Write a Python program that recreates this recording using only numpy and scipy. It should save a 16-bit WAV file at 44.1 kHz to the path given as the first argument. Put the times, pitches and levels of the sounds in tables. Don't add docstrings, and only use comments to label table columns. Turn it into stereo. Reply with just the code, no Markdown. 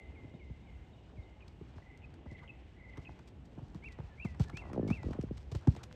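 import sys
import numpy as np
from scipy import signal
from scipy.fft import rfft, irfft, next_fast_len
from scipy.io import wavfile
from scipy.ndimage import uniform_filter1d

SR = 44100
rng = np.random.default_rng(int(sys.argv[2]) if len(sys.argv) > 2 else 0)


def transcribe(u):
    v = np.clip(np.atleast_2d(u).T, -1, 1)
    q = np.round(v * 32767).astype(np.int16)
    wavfile.write(sys.argv[1], SR, q)


N = 262395

# start in seconds, thud peak in dB, pitch of the footing in Hz,
# shoe knock in dB over the thud (before a boost of 1.7 times).
HOOF_FALLS = [(0.242, -42.5, 143, -8.5), (0.337, -40.5, 133, -10), (0.497, -40, 97, -11),
              (1.174, -40.5, 72.5, -33), (1.61, -37.5, 162, -12), (1.758, -45, 79.5, -9.5),
              (2.257, -52.5, 218, 7.5), (2.315, -37.5, 135, -11.5), (2.974, -35, 118.5, -7),
              (3.086, -44, 137, -12.5), (3.575, -42, 104, -6), (3.617, -39.5, 113, -11.5),
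              (3.75, -34, 190, -15), (3.986, -38.5, 90, -5.5), (4.029, -41.5, 80.5, -33),
              (4.248, -26, 200, -18.5), (4.398, -19.5, 141, -25.5), (4.532, -38, 118, -6.5),
              (4.906, -19, 205, -17), (5.045, -30, 73.6, -32), (5.516, -32.5, 101, -9),
              (5.546, -29.5, 81.5, -9), (5.672, -16, 105, -8), (5.759, -44.5, 79, -5)]
# time in seconds, peak of the
# bright part in dB, length setting in ms, body in dB over the bright part.
TICKS_AND_KNOCKS = [(1.48, -51, 2.6, -28), (1.7826, -75.5, 1.85, 28.5), (1.976, -55.5, 1.3, -20),
                    (2.1401, -53.5, 2.6, -6), (2.2595, -81, 8.1, 33.5), (2.974, -51, 2.8, 3),
                    (3.0926, -69.5, 1.5, 27), (3.191, -59, 3.2, 6), (3.277, -55, 4.1, -11),
                    (3.287, -57, 2, -15), (3.456, -59.5, 3.9, -19), (3.5852, -71, 6.4, 25),
                    (3.7474, -53, 5, 6), (3.8394, -62, 2.3, 10), (3.922, -52, 6.2, -26),
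                    (3.988, -73.5, 2.3, 28.5), (4.0025, -72.5, 1.2, 29.5), (4.2494, -48.5, 4.05, 8.5),
                    (4.345, -61.5, 9.8, 11.5), (4.3981, -43.5, 5.25, 5.5), (4.437, -48, 4.1, -6),
                    (4.4467, -53, 1.2, 6), (4.4833, -51, 2.8, -10), (4.498, -50, 3.5, 9),
                    (4.572, -36, 1.55, -6), (4.7334, -45.5, 1.1, 0), (4.879, -47.5, 7.4, 3.5),
                    (4.9041, -42.5, 6.6, 8.5), (5.0314, -50.5, 1.8, 11.5), (5.112, -51, 1.8, -25),
                    (5.1315, -51, 3, 7), (5.2128, -45, 2.35, -27), (5.227, -53, 1.8, -12),
                    (5.287, -73, 2.4, 19), (5.3735, -48, 6.8, -8), (5.518, -44.5, 5.1, -1),
                    (5.5508, -41, 5, -1), (5.6108, -58, 2.5, -3), (5.6736, -40.5, 2.8, -6),
                    (5.751, -54, 1.44, 6), (5.765, -45.5, 3.47, 5.5), (5.8343, -39.5, 3.95, -6),
                    (5.9117, -72, 2.24, 23.5)]
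# time in seconds, distance in metres.
HORSE_DISTANCE = [(0, 24.5), (2.8, 24), (3.6, 16.7), (4.1, 18), (4.4, 8.5), (4.75, 13.7), (5.2, 6.8),
                  (5.95, 13.2)]
# start in seconds, level in dB before the tone bands are set.
TOE_SCUFFS = [(1.06, -66), (1.74, -69), (2.388, -61), (2.93, -65.5), (3.15, -66.5), (5.14, -72),
              (5.601, -62), (5.779, -61)]
# time in seconds, flaps a second in Hz,
# level in dB before the flaps are made uneven.
FLUTTERS = [
    [(4.621, 62.44, -49), (4.688, 66.1, -51), (4.70, 66.1, -41), (4.769, 62.1, -32), (4.777, 61.9, -25.5),
     (4.8, 62, -27), (4.81, 55.8, -36.5), (4.825, 56.1, -28.5), (4.87, 51.6, -28), (4.89, 47.7, -35)],
    [(5.039, 44.2, -34.5), (5.115, 48.1, -33)],
]
# time in seconds, peak of the puff in dB.
LONE_FLAPS = [(5.149, -40), (5.186, -27.5), (5.234, -30.5), (5.307, -30.5)]
# time in seconds, level in dB before it flickers and follows the flaps.
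BREATH_LEVEL = [(4.58, -64), (4.65, -51.5), (4.75, -52), (4.88, -61), (5.0, -65), (5.15, -51.5),
                (5.19, -57.5), (5.25, -83)]
# time of the top in seconds, climb in seconds,
# drop in seconds, tail in seconds, peak in dB, low lead-in note in dB.
LOOP_WHISTLES = [(3.871, .047, 0.016, 0.068, -46.5, -80), (4.235, 0.06, 0.031, 0.089, -46.5, -66.5),
                 (4.595, .068, 0.029, 0.081, -46.5, -62.5), (4.944, 0.067, 0.037, 0.1, -46.5, -67)]
# start in seconds, peak setting in dB, pitch factor.
CHIP_CALLS = [(1.405, -57, 0.94), (2.019, -53, 0.96), (2.476, -45, 0.99), (3.049, -51.5, 0.97)]
# seconds from the start, pitch in Hz before the pitch factor, level in dB.
CHIP_SHAPE = [(0, 2300, 4), (.004, 3465, -12.5), (.009, 2475, -2), (.012, 3076, -17.5), (.02, 2600, -3.5),
              (.034, 2660, -3)]
# start in seconds, peak in dB before the quiver.
SLUR_CALLS = [(-.075, -52), (.149, -59), (.392, -61), (.662, -63), (1.162, -63)]
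# seconds from the start, pitch in Hz, level in dB.
SLUR_SHAPE = [(0, 2620, -10), (.014, 2230, -3), (.03, 2130, 0), (.06, 2085, -5), (.11, 2065, -10),
              (.165, 2010, -22)]
# start in seconds, length in seconds, peak setting in dB.
TRILL_CALLS = [(1.803, 0.21, -59), (2.251, 0.21, -55), (2.747, 0.26, -53.5)]
# seconds from the start, pitch in Hz before flattening, rise
# and the trill's pitch factor, level in dB.
TRILL_BEAT = [(0, 2330, -13), (.012, 2130, -5), (.022, 2030, -2), (.034, 1960, -9)]
# start in seconds, length in seconds, pitch in Hz, peak in dB.
HELD_NOTES = [(0.194, 0.19, 2875, -82), (5.85, 0.13, 506, -63)]
# start in seconds, peak in dB.
PAIR_CALLS = [(.04, -77), (.338, -74), (.628, -76), (.925, -74), (1.222, -74.5)]
# seconds from the start, pitch in Hz, level in dB.
PAIR_SHAPE = [(0, 3780, -8), (.012, 3700, 0), (.028, 3620, -8), (.029, 3620, -40), (.031, 3040, -10),
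              (.048, 2910, 0), (.095, 2870, -10)]
# frequency in Hz, relative strength in dB per Hz.
AIR_COLOUR = [(15, -47), (25, -17), (63, 8), (106, -1), (198, -8.5), (350, -12.5), (557, -19.5),
              (821, -20.5), (1180, -30.5), (2140, -32.5), (2920, -32.5), (4890, -49.5), (8200, -53),
              (9580, -74), (12100, -59.5), (15700, -96), (22000, -120)]
# frequency in Hz, side minus middle in dB.
AIR_WIDTH = [(30, -16), (120, -15.5), (500, -7), (1200, 0), (3000, -17.5), (8000, -45)]
# time in seconds, level change in dB.
RUMBLE_SWELL = [(0, -0.5), (1.8, -3.5), (3.5, -2.5), (4.3, 0.5), (4.85, 6.5), (5.1, 9.5), (5.4, 0.5),
                (5.95, -2.5)]
# corner in Hz, number of all-pass stages.
BASS_DELAY = [(60, 4.5), (150, 4), (400, 3.5)]

AIR_DB = -50.5
TOP_HZ = 12200
SPRAY_DB = -56
SWISH_DB, SWISH_MS = -26, 22.3
SCUFF_S, SINK_S_PER_OCTAVE = .018, .03
PUFF_SHARE = 0.027
LEFT_LATE_MS = 0.21
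FLAP_RING_HZ, FLAP_RING_T60_S, FLAP_RING_DB = 68, 0.37, -23
FOOT_HZ, CREST_HZ, TAIL_HZ, LEAD_HZ = 2100, 2730, 1930, 1750
START_DB, DROP_DB, TAIL_DB, END_DB = -15.5, -9.5, -8, -23
CREST_S = .012
LEAD_S, LEAD_EARLY_S = .07, .138
QUIVER_HZ, QUIVER_DB, QUIVER_FROM_S = 83, 5, .05
BEAT_S, BEAT_RISE = .0425, .008
LOUDEST_AT, EDGE_DB = .5, -44
PICKUP_S = .018
FLATTEN_S, TRILL_HZ = .27, 2080


def hooves():
    out, t = np.zeros((2, N)), np.arange(SR // 8) / SR
    soft, knock = puff(width_ms=0.77), puff(width_ms=0.73)
    chances = rng.standard_normal((len(HOOF_FALLS), len(t)))
    for (s, db, hz, knock_db), chance in zip(HOOF_FALLS, chances):
        ring = np.sin(2 * np.pi * hz * t) * np.exp(-np.log(1000) * t / 0.022)
        thud = band(np.convolve(soft, ring)[:len(t)], 53, 1300)
        add(out, s - .0052, undb(db) * thud / peak(lagged(thud)), .9)
        crunch = band(chance * t * np.exp(-t / 0.0025), 120, 318)
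        shoe = 1.7 * knock + 1.85 * crunch / peak(crunch)
        add(out, s - .001, undb(db + knock_db) * shoe, .9)
        lumpy = undb(23 * uniform_filter1d(chance, size=90))
        lumps = band(chance[::-1] * t * np.exp(-t / 0.0058) * lumpy, 67, 620)
        add(out, s, undb(db - 19) * lumps / peak(lumps), .9)
    return echoes(out, t60=0.46, wet_db=-22, alike=1.0)


def ticks_and_spray():
    out, t = np.zeros((2, N)), np.arange(SR // 16) * 1000 / SR
    chances = rng.standard_normal((len(TICKS_AND_KNOCKS), 4, len(t)))
    for (s, db, ms, body_db), chance in zip(TICKS_AND_KNOCKS, chances):
        lumpy = undb(36.2 * uniform_filter1d(chance[2], size=40))
        shape = t ** 2 * np.exp(-2 * t / max(ms, .3)) * lumpy
        swish_fade = np.minimum(t / 4, 1) * np.exp(-t / SWISH_MS)
        swish = undb(SWISH_DB) * shape.max() * swish_fade * undb(5 * chance[3])
        under_hoof = min(abs(s - row[0]) for row in HOOF_FALLS) < .03
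        body_hz = 750 if under_hoof else 1300
        bright = band(chance[0] * (shape + swish), 1100, 6100)
        body = band(chance[1] * shape, body_hz / 1.65, body_hz * 1.35)
        burst = bright / peak(bright) + undb(body_db) * body / peak(body)
        add(out, s - .001 - .0006 * ms, undb(db) * burst, 1.5 * chance[3, 0])
    spray = sand_spray()
    both = echoes(out, t60=0.15, wet_db=-17.5) + spray
    dull = signal.sosfiltfilt(signal.butter(6, 8800, fs=SR, output="sos"), both)
    treble = undb(1.0) * (both - dull)
    turned = signal.butter(4, [9000, 11000], "band", fs=SR, output="sos")
    treble[1] -= 2 * signal.sosfiltfilt(turned, treble[1])
    return dull + treble


def sand_spray():
    thrown, age = np.ones(N), np.arange(N) / SR
    for s, db, *_ in HOOF_FALLS:
        late = np.maximum(age - s, 0)
        thrown += undb(np.clip(db + 38, -8, 6.)) * late / 0.012 * np.exp(-late / 0.028)
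    grains = rng.standard_normal((2, N)) * undb(3.5 * rng.exponential(size=N)) * undb(4.5 * walk(45))
    level = undb(SPRAY_DB) / curve(HORSE_DISTANCE)[0] * thrown * undb(1.0 * walk(5.1))
    return unit(band(grains[:1] + 0.12 * grains, 900, 5260)) * level


def scuffs():
    grit = rng.standard_normal((2, N)) * undb(2.5 * rng.exponential(size=N)) * undb(3.5 * walk(70))
    grit = grit[:1] + 0.13 * grit[1] * np.array([[1], [-1]])
    out = 0
    for hz, band_db in [(2780, -5.5), (2100, -1.5), (1310, 1.5), (1005, 4), (625, 1.5)]:
        level = 0
        wait_s = SINK_S_PER_OCTAVE * np.log2(1450 / hz)
        for s, db in TOE_SCUFFS:
            late = np.maximum(np.arange(N) / SR - s - wait_s, 0) / SCUFF_S
            level = level + undb(db) * late * np.exp(1 - late)
        out = out + undb(band_db - 5) * level * unit(band(grit, hz / 1.2, hz * 1.2))
    return out


def snort():
    out, gate = np.zeros((2, N)), np.full(N, .5)
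    t = np.arange(SR // 8) / SR
    for rows in FLUTTERS:
        on = slice(int(rows[0][0] * SR), int(rows[-1][0] * SR))
        hz, db = (c[on] for c in curve(rows))
        phase = np.cumsum(hz / SR) % 1
        uneven_db = 3.2 * walk(70)[on]
        chances = rng.uniform(size=(40, 4))
        wraps = np.flatnonzero(np.diff(phase, prepend=1) < 0)
        for i, (late, size, wide, slip) in zip(wraps, chances):
            s = (on.start + i) / SR
            width_ms = 1000 * PUFF_SHARE * (0.82 + 0.38 * wide) / hz[i]
            flap = undb(db[i] + uneven_db[i]) * puff(width_ms, lo_hz=117)
            rattle = band(rng.standard_normal(len(t)) * t * np.exp(-t / 0.003), 170, 550)
            wet_flap = flap + .15 * undb(db[i]) * rattle / peak(rattle)
            add(out, s + .0015 * (slip - .5), wet_flap, -2.5)
            add(out, s + 0.0028 + 0.0038 * late, -.3 * size * flap, 4.)
        gate[on] = 0.95 * np.exp(-phase / 0.27) + 0.16
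    boom = np.sin(2 * np.pi * FLAP_RING_HZ * t) * np.exp(-np.log(1000) * t / FLAP_RING_T60_S)
    boom = boom * np.cos(4 * np.pi * t) ** 2
    for s, db in LONE_FLAPS:
        add(out, s, undb(db) * (puff(width_ms=0.56, lo_hz=101) - undb(FLAP_RING_DB) * boom), -2.5)
    hiss = unit(band(rng.standard_normal(N), 560, 1160))
    breath_db = curve(BREATH_LEVEL, -120)[0] + 3.1 * walk(40)
    breath = hiss * uniform_filter1d(gate, size=60) * undb(breath_db)
    out[0] = np.interp(np.arange(N) - LEFT_LATE_MS * SR / 1000, np.arange(N), out[0])
    return echoes(out + breath, t60=0.5, wet_db=-22, alike=0.5)


def puff(width_ms, lo_hz=45):
    t = np.arange(SR // 8) * 1000 / SR
    bump = np.exp(-.5 * (t / max(width_ms, .1) - 3) ** 2) * np.minimum(t / width_ms, 1)
    push = band(bump, lo_hz, 2500)
    return push / peak(lagged(push))


def birds():
    near, far = np.zeros((2, N)), np.zeros((2, N))
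    for top, climb, drop, tail, db, lead_db in LOOP_WHISTLES:
        loop = whistle_loop(climb, drop, tail)
        whistle = note(loop, warble_hz=79.0, husk_db=2.5, waver_hz=9.7, parts=20)
        add(near, top - climb, undb(db) * whistle, -.8)
        lead_in = note(held(LEAD_S, LEAD_HZ), husk_db=3.5, waver_hz=15.0)
        add(near, top - LEAD_EARLY_S, undb(lead_db) * lead_in, -.8)
    for s, db, factor in CHIP_CALLS:
        add(near, s, undb(db) * note(CHIP_SHAPE, factor, husk_db=2.5), -.6)
    for s, db in SLUR_CALLS:
        slur = note(SLUR_SHAPE, 1., husk_db=1.2, waver_hz=12., parts=24)
        t = np.arange(len(slur)) / SR
        growth = np.clip(t / QUIVER_FROM_S - .5, 0, 1)
        quiver_db = QUIVER_DB * growth * np.sin(2 * np.pi * QUIVER_HZ * t)
        add(far, s, undb(db + quiver_db) * slur, -.6)
    for s, length, db in TRILL_CALLS:
        add(far, s + PICKUP_S, undb(db) * trill(length), -.6)
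    for s, length, hz, db in HELD_NOTES:
        add(far, s, undb(db) * note(held(length, hz), 1., husk_db=4.5, waver_hz=.01 * hz), -.6)
    for s, db in PAIR_CALLS:
        add(far, s, undb(db) * note(PAIR_SHAPE, husk_db=3.5, waver_hz=30.0, parts=60), -.6)
    near = echoes(near, t60=0.55, wet_db=-16.5, alike=1.0)
    return near + echoes(far, t60=1.0, wet_db=-9.5, alike=1.54)


def whistle_loop(climb, drop, tail):
    middle_hz = (FOOT_HZ + CREST_HZ) / 2
    return [(-climb, FOOT_HZ, START_DB), (-climb / 2, middle_hz - 40, -5),
            (-CREST_S, CREST_HZ - 60, 0), (CREST_S / 3, CREST_HZ, -2),
            (.6 * drop, middle_hz, DROP_DB), (drop, FOOT_HZ, TAIL_DB),
            (drop + tail / 3, TAIL_HZ + 50, TAIL_DB - 9.5), (drop + tail, TAIL_HZ, END_DB)]


def trill(length):
    rows = []
    for since in np.arange(0, length, BEAT_S):
        sweep = np.exp(-(since / FLATTEN_S) ** 2)
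        rise = 1 + BEAT_RISE * since / BEAT_S
        for s, hz, db in TRILL_BEAT:
            pitch = (TRILL_HZ + (hz - TRILL_HZ) * sweep) * rise
            swell_db = EDGE_DB * ((since + s) / length - LOUDEST_AT) ** 2
            rows.append((since + s, pitch, db + swell_db))
    return note(rows, 0.98, husk_db=3.0, waver_hz=21.8, parts=90)[int(PICKUP_S * SR):]


def held(length, hz):
    return [(0, 1.015 * hz, -10), (.25 * length, hz, 0),
            (.75 * length, .995 * hz, -1.5), (length, .99 * hz, -12)]


def note(rows, factor=1., warble_hz=0., husk_db=1.0, waver_hz=0., parts=14):
    s, hz, db = np.transpose(rows)
    t = np.arange(s[0], s[-1], 1 / SR)
    edge = np.clip(np.minimum(t - s[0], s[-1] - t) / .003, 0, 1)
    pitch = uniform_filter1d(factor * np.interp(t, s, hz), size=len(t) // parts, mode="nearest")
    climbing = uniform_filter1d(1. * (np.gradient(pitch) * SR > 7000), size=200)
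    warble = climbing * signal.sawtooth(2 * np.pi * 78 * t, .25)
    smooth = uniform_filter1d(rng.standard_normal((2, SR // 2)), size=200)
    husk = unit(uniform_filter1d(smooth, size=200))[:, :len(t)]
    tone = np.sin(2 * np.pi * np.cumsum(pitch + warble_hz * warble + waver_hz * husk[1]) / SR)
    level_db = np.interp(t, s, db) + husk_db * husk[0] + (warble_hz > 0) * 2.6 * warble
    return tone * undb(level_db) * edge


def air():
    hz = np.maximum(np.fft.rfftfreq(N, 1 / SR), 1)

    def shape(rows):
        row_hz, row_db = np.transpose(rows)
        return undb(np.interp(np.log(hz), np.log(row_hz), row_db))

    mid = rfft(rng.standard_normal(N)) * shape(AIR_COLOUR)
    side = rfft(rng.standard_normal(N)) * shape(AIR_COLOUR) * shape(AIR_WIDTH)
    out, swell = 0, curve(RUMBLE_SWELL)[0]
    for centre in 20 * 2. ** np.arange(10):
        share = np.clip(1 - np.abs(np.log2(hz / centre)), 0, 1)
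        db = swell * min(120 / centre, 1) + 2.5 * walk(8) + .8 * walk(1.5)
        stereo = irfft(mid * share, N) + irfft(side * share, N) * np.array([[1], [-1]])
        out = out + undb(db) * stereo
    return unit(out) * undb(AIR_DB)


def echoes(x, t60, wet_db, alike=0.9):
    t = np.arange(SR) / SR
    fade = np.exp(-np.log(1000) * t / t60) * np.minimum(t / 0.00028, 1)
    tail = rng.standard_normal((2, SR)) * fade
    tail /= np.sqrt(np.sum(tail ** 2, axis=1, keepdims=True))
    return x + undb(wet_db) * signal.fftconvolve(x, tail + alike * tail[:1], axes=1)[:, :N]


def lagged(x):
    size = next_fast_len(x.shape[-1] + SR // 4)
    hz = np.fft.rfftfreq(size, 1 / SR)
    phase = sum(-2 * stages * np.arctan(hz / f) for f, stages in BASS_DELAY)
    return irfft(rfft(x, size) * np.exp(1j * phase), size)[..., :x.shape[-1]]


def undb(db):
    return 10 ** (np.asarray(db) / 20)


def peak(x):
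    return np.abs(x).max()


def unit(x):
    return x / np.sqrt(np.mean(x ** 2))


def curve(rows, outside=None):
    s, *cols = np.transpose(rows)
    return [np.interp(np.arange(N) / SR, s, c, outside, outside) for c in cols]


def band(x, lo_hz, hi_hz):
    return signal.sosfilt(signal.butter(2, [lo_hz, hi_hz], "band", fs=SR, output="sos"), x)


def walk(rate):
    k = int(SR / rate)
    steps = np.repeat(rng.standard_normal(N // k + 1), k)
    return uniform_filter1d(uniform_filter1d(steps, k), k)[:N]


def add(out, s, sound, pan_db=0.):
    i = int(s * SR)
    part = sound[..., max(-i, 0):N - i]
    sides = undb(np.array([[pan_db], [-pan_db]]) / 2)
    out[:, max(i, 0):max(i, 0) + part.shape[-1]] += part * sides


def scene():
    return hooves() + ticks_and_spray() + scuffs() + snort() + birds() + air()


def record(dry):
    return signal.sosfilt(signal.ellip(8, .2, 70, TOP_HZ, fs=SR, output="sos"), lagged(dry))


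dry = scene()
out = record(dry)
transcribe(out)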